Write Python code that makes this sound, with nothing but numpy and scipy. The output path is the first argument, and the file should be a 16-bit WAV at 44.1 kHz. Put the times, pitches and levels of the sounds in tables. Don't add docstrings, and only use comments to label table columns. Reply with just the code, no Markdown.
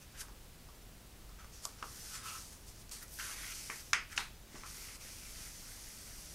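import sys
import numpy as np
from scipy import signal
from scipy.fft import rfft, irfft
from scipy.io import wavfile
from scipy.ndimage import uniform_filter1d

SR = 44100
rng = np.random.default_rng(int(sys.argv[2]) if len(sys.argv) > 2 else 0)


def digitize_waveform(pressure):
    field = np.atleast_2d(pressure).T
    bounded = np.clip(field, -1, 1)
    quanta = np.round(bounded * 32767).astype(np.int16)
    wavfile.write(sys.argv[1], SR, quanta)


def elevation(decibels):
    levels = np.asarray(decibels, float)
    return 10 ** (levels / 20)


N = 279594

# (frequency [Hz], density [dB per Hz])
SKIN_HISS = [(1760, -16.5), (3000, -9), (3940, -7), (4610, -2.5), (6250, -2), (7440, -3.5), (8900, -2.5),
             (11000, -18.5), (14300, -70), (22000, -120)]
# (frequency [Hz], density [dB per Hz])
SKIN_FIZZ = [(8000, -23), (10000, -4.5), (11500, -3), (13000, -4), (14500, -9), (16000, -15)]
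# (frequency [Hz], width [Hz], level [dB])
SHEET_MODES = [(1320, 450, 6), (1590, 490, 12.5), (1970, 300, 10), (2300, 760, 13), (2750, 710, -4)]
# (time [s], pitch [Hz])
FREE_PANEL = [(0.23, 1720), (0.3, 1300), (1.45, 1300), (1.6, 1850), (1.7, 1490), (2.05, 1860), (2.15, 1540),
              (2.23, 1300), (2.37, 1340), (2.45, 1780), (3.19, 1790), (3.3, 1600), (3.56, 2420),
              (3.75, 1810), (4.6, 2000), (4.85, 2170), (5.2, 2350), (5.35, 2000)]
SKIN_HZ, LARGE_PANEL_HZ = 5770, 1460
SHEET_LOW_HZ = 1050


def rubbing():
    sheet_level, hiss_level, whistle_level, fizz_level = strokes()
    fine, coarse = slips(20000, .9, 0.17), slips(5000, 1.8, 0.24)
    hiss = coloured(fine, SKIN_HISS)
    fizz = coloured(fine, SKIN_FIZZ)
    whistle = evened(sweep(fine, np.full(N, SKIN_HZ), 2660))
    held = sum(elevation(db) * resonate(resonate(coarse, hz, w), hz, 3 * w) for hz, w, db in SHEET_MODES)

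    free_hz = np.interp(np.arange(N) / SR, *np.transpose(FREE_PANEL))
    free = evened(sweep(coarse, free_hz, 890))
    large = np.clip((LARGE_PANEL_HZ - free_hz) / 150, 0, 1)
    clear = large * evened(sweep(coarse, free_hz, 170))
    panels = evened(held) + elevation(-4.5) * free + elevation(-5.0) * clear
    panels = signal.sosfilt(signal.butter(4, SHEET_LOW_HZ, "high", fs=SR, output="sos"), panels)

    rub = hiss_level * patchy(hiss, 0.65)
    rub += sheet_level * patchy(panels, 2.2)
    rub += fizz_level * patchy(fizz, 1.8)
    return rub + elevation(-9.0) * whistle_level * patchy(whistle, 1.7)


# (peak time [s], rise [s], fall [s], hiss level [dB], sheet drumming relative to hiss [dB])
PRESSES = [
    (0.024, 0.026, .05, -57.5, -2),
    (0.17, 0.13, .15, -64, 5),
    (1.39, 0.01, .16, -63, 4),
    (1.538, .045, 0.34, -55, -14),
    (1.788, .02, 0.2, -57.5, -8),
    (4.166, 0.0066, 0.065, -41.5, -23),
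    (4.565, 0.13, .4, -54, -6),
]
# (peak time [s], rise [s], fall [s], hiss level [dB], sheet drumming relative to hiss [dB])
BRUSHES = [(0.21, 0.048, .035, -44.5, -11), (1.64, 0.032, 0.089, -52, -15), (2.154, 0.051, 0.12, -49, 1.5),
           (2.29, 0.14, 0.12, -56, 10.5), (2.405, 0.091, 0.29, -53, -24), (2.526, .02, 0.081, -58, -11),
           (2.684, 0.05, 0.084, -57.5, -18), (2.82, .25, 0.029, -60.5, -13),
           (2.915, 0.0057, 0.16, -47, -31), (2.97, 0.11, 0.11, -63, 1.5), (4.128, 0.055, 0.039, -54, 2.5),
           (4.2, 0.069, .1, -51.5, 5.5), (4.7, .05, .2, -58, -15), (5.436, 0.29, 0.2, -53, -11)]
# (peak time [s], rise [s], fall [s], hiss level [dB], sheet
# drumming relative to hiss [dB])
SKIMS = [
    (3.033, 0.04, 0.014, -53.5, -1),
    (3.14, 0.1, 0.12, -56.5, -23),
]
# (start [s], end [s], hiss at start [dB], hiss at end [dB], sheet drumming relative to hiss [dB])
SLIDES = [(1.686, 1.77, -66, -70, 0), (1.844, 2.15, -59, -51.5, -9), (2.251, 2.386, -51.5, -52.5, -5.5),
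          (3.15, 3.193, -64, -53, -23), (3.2, 3.343, -48, -49.5, -1.5), (3.366, 3.524, -52.5, -49.5, -0.5),
          (3.547, 3.808, -50, -54, -8.5), (3.804, 3.91, -59, -60, -10), (4.664, 4.726, -55, -56, -7),
          (4.748, 4.855, -53.5, -53.5, -8), (4.868, 4.961, -55.5, -56, -3),
          (5.012, 5.517, -55, -57.5, -5.5), (5.537, 6.4, -56, -56, -9)]
# broad hiss [dB], skin whistle [dB], fizz [dB]
PRESS_DB, BRUSH_DB, SKIM_DB, SLIDE_DB = (-5.5, 1.5, -18), (0.3, -4.5, -7), (-.3, .3, 2.5), (-1, -0.7, -6)
SWELL_DB, EDGE_S = 23, 0.04


def strokes():
    t, power = np.arange(0, N / SR + .002, .002), 0
    for table, kind_db in [(PRESSES, PRESS_DB), (BRUSHES, BRUSH_DB), (SKIMS, SKIM_DB)]:
        for s, rise, fall, db, sheet_db in table:
            swell_db = db - SWELL_DB * np.maximum((s - t) / rise, (t - s) / fall)
            power += np.outer(elevation([sheet_db, *kind_db]), elevation(swell_db)) ** 2
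    for start, end, from_db, to_db, sheet_db in SLIDES:
        off = np.maximum(np.maximum(start - t, t - end), 0) / EDGE_S
        slide_db = np.interp(t, [start, end], [from_db, to_db]) - SWELL_DB * off
        power += np.outer(elevation([sheet_db, *SLIDE_DB]), elevation(slide_db)) ** 2
    return [np.interp(np.arange(N) / SR, t, np.sqrt(p)) for p in power]


def slips(per_s, spread_db, flutter_db):
    sizes = elevation(spread_db * np.minimum(rng.exponential(1, N), 4)) * rng.standard_normal(N)
    clumps = evened(uniform_filter1d(uniform_filter1d(rng.standard_normal(N), size=700), size=700))
    return sizes * (rng.random(N) < per_s / SR) * elevation(flutter_db * clumps)


def patchy(x, patchy_db):
    z = signal.stft(x, nperseg=512)[2]
    field = rng.standard_normal(z.shape)
    field = evened(uniform_filter1d(uniform_filter1d(field, size=7, axis=0), size=12, axis=1))
    return evened(signal.istft(z * elevation(patchy_db * field), nperseg=512)[1][:N])


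# (time [s], peak level [dB], panel pitch [Hz], room share [dB])
CREAKS = [(0.231, -43.5, 1120, -3), (0.284, -47.5, 1050, 2.5), (0.688, -45, 999, -0.5),
          (1.293, -49, 1190, 1), (1.389, -50, 1190, 5), (1.445, -44.5, 1220, -3), (1.788, -51, 1280, 3),
          (2.914, -52, 1200, 7), (3.019, -49, 1970, 9), (3.188, -36, 1580, 10), (4.129, -39.5, 1470, 4.5),
          (5.719, -46, 1700, -12)]
# (time [s], peak level [dB], panel pitch [Hz], crack share [dB], room share [dB])
BUCKLES = [(1.6526, -21, 7150, -18, -12), (1.6527, -30, 12500, -15, -7), (1.6532, -35.5, 1040, -22, -7.5),
           (1.6543, -27, 4500, -13, -4), (1.8262, -31, 1156, -8, -5.5), (1.8275, -34.5, 2750, -8, 0),
           (1.8295, -34, 1280, -31, -24), (1.841, -37, 1050, -25, -21), (3.6983, -35.5, 1030, -22, -6.5),
           (3.7011, -26, 2030, -10, 1.5), (3.9321, -12.5, 1425, -2, -4.5), (3.9331, -18.5, 2080, -16, 5),
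           (3.9347, -15.5, 2750, -3.5, 1), (2.8942, -39, 6000, -15, -11), (3.6995, -38, 2350, -20, -8),
           (3.0815, -40.5, 6100, -15, -9), (3.198, -31.5, 2000, -20, -4), (4.5548, -45.5, 950, -20, -2),
           (4.6352, -40, 1220, -20, 0), (4.6355, -41, 2400, -20, -9), (4.1797, -20, 1490, -2.5, -4.5),
           (4.1776, -17.5, 2600, -17, -4.5), (4.178, -31.5, 920, -20, -7.5), (4.177, -23, 3750, -20, 4)]
CREAK_WIDTH_HZ, CREAK_CRACK_DB, CRACK_DB_PER_OCTAVE = 580, 2, -7
WIDTH_SHARE = 0.47


def snaps():
    near, far, t = np.zeros(N), np.zeros((3, N)), np.arange(1500) / SR
    first_kick = 1. * (t == 0)
    rush = .2 * np.exp(-t / .0008)
    rows = []
    for s, db, hz, room_db in CREAKS:
        crack_db = CREAK_CRACK_DB + CRACK_DB_PER_OCTAVE * np.log2(hz / 1000)
        rows.append((s, db, hz, CREAK_WIDTH_HZ, crack_db, room_db))
    for s, db, hz, crack_db, room_db in BUCKLES:
        rows.append((s, db, hz, WIDTH_SHARE * hz, crack_db, room_db))
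    for k, (s, db, hz, width, crack_db, room_db) in enumerate(rows):
        at = round(s * SR)
        kicks = first_kick + rng.standard_normal(1500) * rush
        near[at:at + 1500] += elevation(db) * buckle(kicks, hz, width, crack_db)
        far[k % 3, at:at + 1500] += elevation(db + room_db) * buckle(first_kick, hz, width, crack_db + 3.5)
    return near, far


# (frequency [Hz], width [Hz], level [dB])
FIBRE_CRACK = [(5010, 1700, 16), (6100, 420, 14), (8000, 350, 5)]


def buckle(kicks, panel_hz, width, crack_db):
    panel = resonate(resonate(kicks, panel_hz, width), panel_hz, 0.84 * width)
    crack = sum(elevation(db) * resonate(resonate(kicks, hz, w), hz, w) for hz, w, db in FIBRE_CRACK)
    sound = panel / abs(panel).max() + elevation(crack_db) * crack / abs(crack).max()
    return sound / abs(sound).max()


# (time [s], peak level [dB], pitch [Hz])
THUMPS = [
    (1.653, -43, 597),
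    (1.826, -40, 450),
    (3.698, -40.5, 426),
    (3.932, -41.5, 460),
    (4.177, -42, 400),
    (4.545, -40, 317),
]


def landings():
    out, t = np.zeros(N), np.arange(1500) / SR
    for s, db, hz in THUMPS:
        out[round(s * SR):][:1500] += elevation(db) * np.sin(2 * np.pi * hz * t) * np.exp(-t * hz * 1.5)
    return out


# (frequency [Hz], t60 [s])
ROOM_T60 = [(400, 0.26), (1300, 0.24), (3500, 0.34), (9000, 0.19), (15000, 0.033)]
# (frequency [Hz], level [dB])
ROOM_TONE = [(300, -5), (1000, 3.5), (3000, -10.5), (6000, -8), (12000, 5.5)]


def room(x):
    taps = np.zeros(SR // 2)
    at = np.arange(150, len(taps) - 20, 20)
    taps[at + rng.integers(0, 20, len(at))] = rng.choice([-1., 1.], len(at))
    hz, t, z = signal.stft(taps, SR, nperseg=128)
    shape_db = read(ROOM_TONE, hz)[:, None] - 60 * t / read(ROOM_T60, hz)[:, None]
    tail = signal.istft(z * elevation(shape_db), SR, nperseg=128)[1]
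    return signal.fftconvolve(x, tail / np.linalg.norm(tail))[:N]


# (frequency [Hz], density [dB per Hz])
AIR_COLOUR = [(12, -14.5), (20, -1), (36, -3), (193, -15), (234, -17.5), (285, -19), (1090, -27.5),
              (1570, -28.5), (1910, -29), (2600, -29), (3340, -29.5), (5230, -30), (16000, -34.5)]
AIR_DB = -55
DRONE_HZ, DRONE_WIDTH_HZ, DRONE_DB = 47.4, 1.9, -61.5


def air():
    drone = evened(resonate(rng.standard_normal(N), DRONE_HZ, DRONE_WIDTH_HZ))
    return elevation(AIR_DB) * coloured(rng.standard_normal(N), AIR_COLOUR) + elevation(DRONE_DB) * drone


def evened(x):
    return x / np.sqrt(np.mean(x ** 2) + 1e-20)


def read(points, hz):
    f, value = np.transpose(points)
    return np.interp(np.log(hz + 1), np.log(f + 1), value)


def coloured(x, points):
    gain = elevation(read(points, np.fft.rfftfreq(N, 1 / SR)))
    return evened(irfft(rfft(x) * gain, N))


def resonate(x, hz, width):
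    r = np.exp(-np.pi * width / SR)
    return signal.lfilter([1 - r, 0, r - 1], [1, -2 * r * np.cos(2 * np.pi * hz / SR), r * r], x)


def sweep(x, hz, width):
    turn, r = np.exp(2j * np.pi * np.cumsum(hz) / SR), np.exp(-np.pi * width / SR)
    return 2 * (turn * signal.lfilter([(1 - r) ** 2], np.poly([r, r]), x / turn)).real


RUB_ROOM_DB = -8


def scene():
    rub = rubbing()
    near, far = snaps()
    thumps = landings()
    echo = room(far[0] + thumps + elevation(RUB_ROOM_DB) * rub) + room(far[1]) + room(far[2])
    mono = rub + near + thumps + echo + air()
    return np.array([mono, mono])


PATCHES_PER_S, PATCH_LOW_HZ, PATCH_TOP_HZ, PATCH_WIDTH_HZ = 4.5, 4100, 13500, 1600


def channel_pair(mono):
    hz, t, z = signal.stft(mono, SR, nperseg=1024, noverlap=768)
    power = (abs(z[hz > 900]) ** 2).sum(0)
    loud_db = 10 * np.log10(uniform_filter1d(power, size=3, origin=1) + 1e-12)
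    luck = rng.standard_normal(z.shape)
    luck = evened(uniform_filter1d(uniform_filter1d(luck, size=6, axis=0), size=9, axis=1))
    z = z * (hz[:, None] < 17500 - 150 * (loud_db + 60) + 1300 * luck)

    when, where = rng.random((round(PATCHES_PER_S * N / SR), 2)).T
    lows = PATCH_LOW_HZ * (PATCH_TOP_HZ / PATCH_LOW_HZ) ** where
    patches = np.zeros(z.shape)
    for s, low in zip(when * N / SR, lows):
        patches += np.outer((hz > low) & (hz < low + PATCH_WIDTH_HZ), abs(t - s) < .012)
    side = elevation(1.5) * patches * z * np.exp(2j * np.pi * rng.random(z.shape))
    return signal.istft(np.array([z + side, z - side]), SR, nperseg=1024, noverlap=768)[1][:, :N]


def roll_off(x):
    return signal.sosfilt(signal.butter(12, 15800, fs=SR, output="sos"), x)


EDGE_HZ = 15800


def record(dry):
    edge = signal.firwin(1023, EDGE_HZ, window=("kaiser", 9), fs=SR)
    mono = signal.oaconvolve(dry[0], edge, "same")
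    mix = channel_pair(mono)
    return roll_off(mix)


dry = scene()
out = record(dry)
digitize_waveform(out)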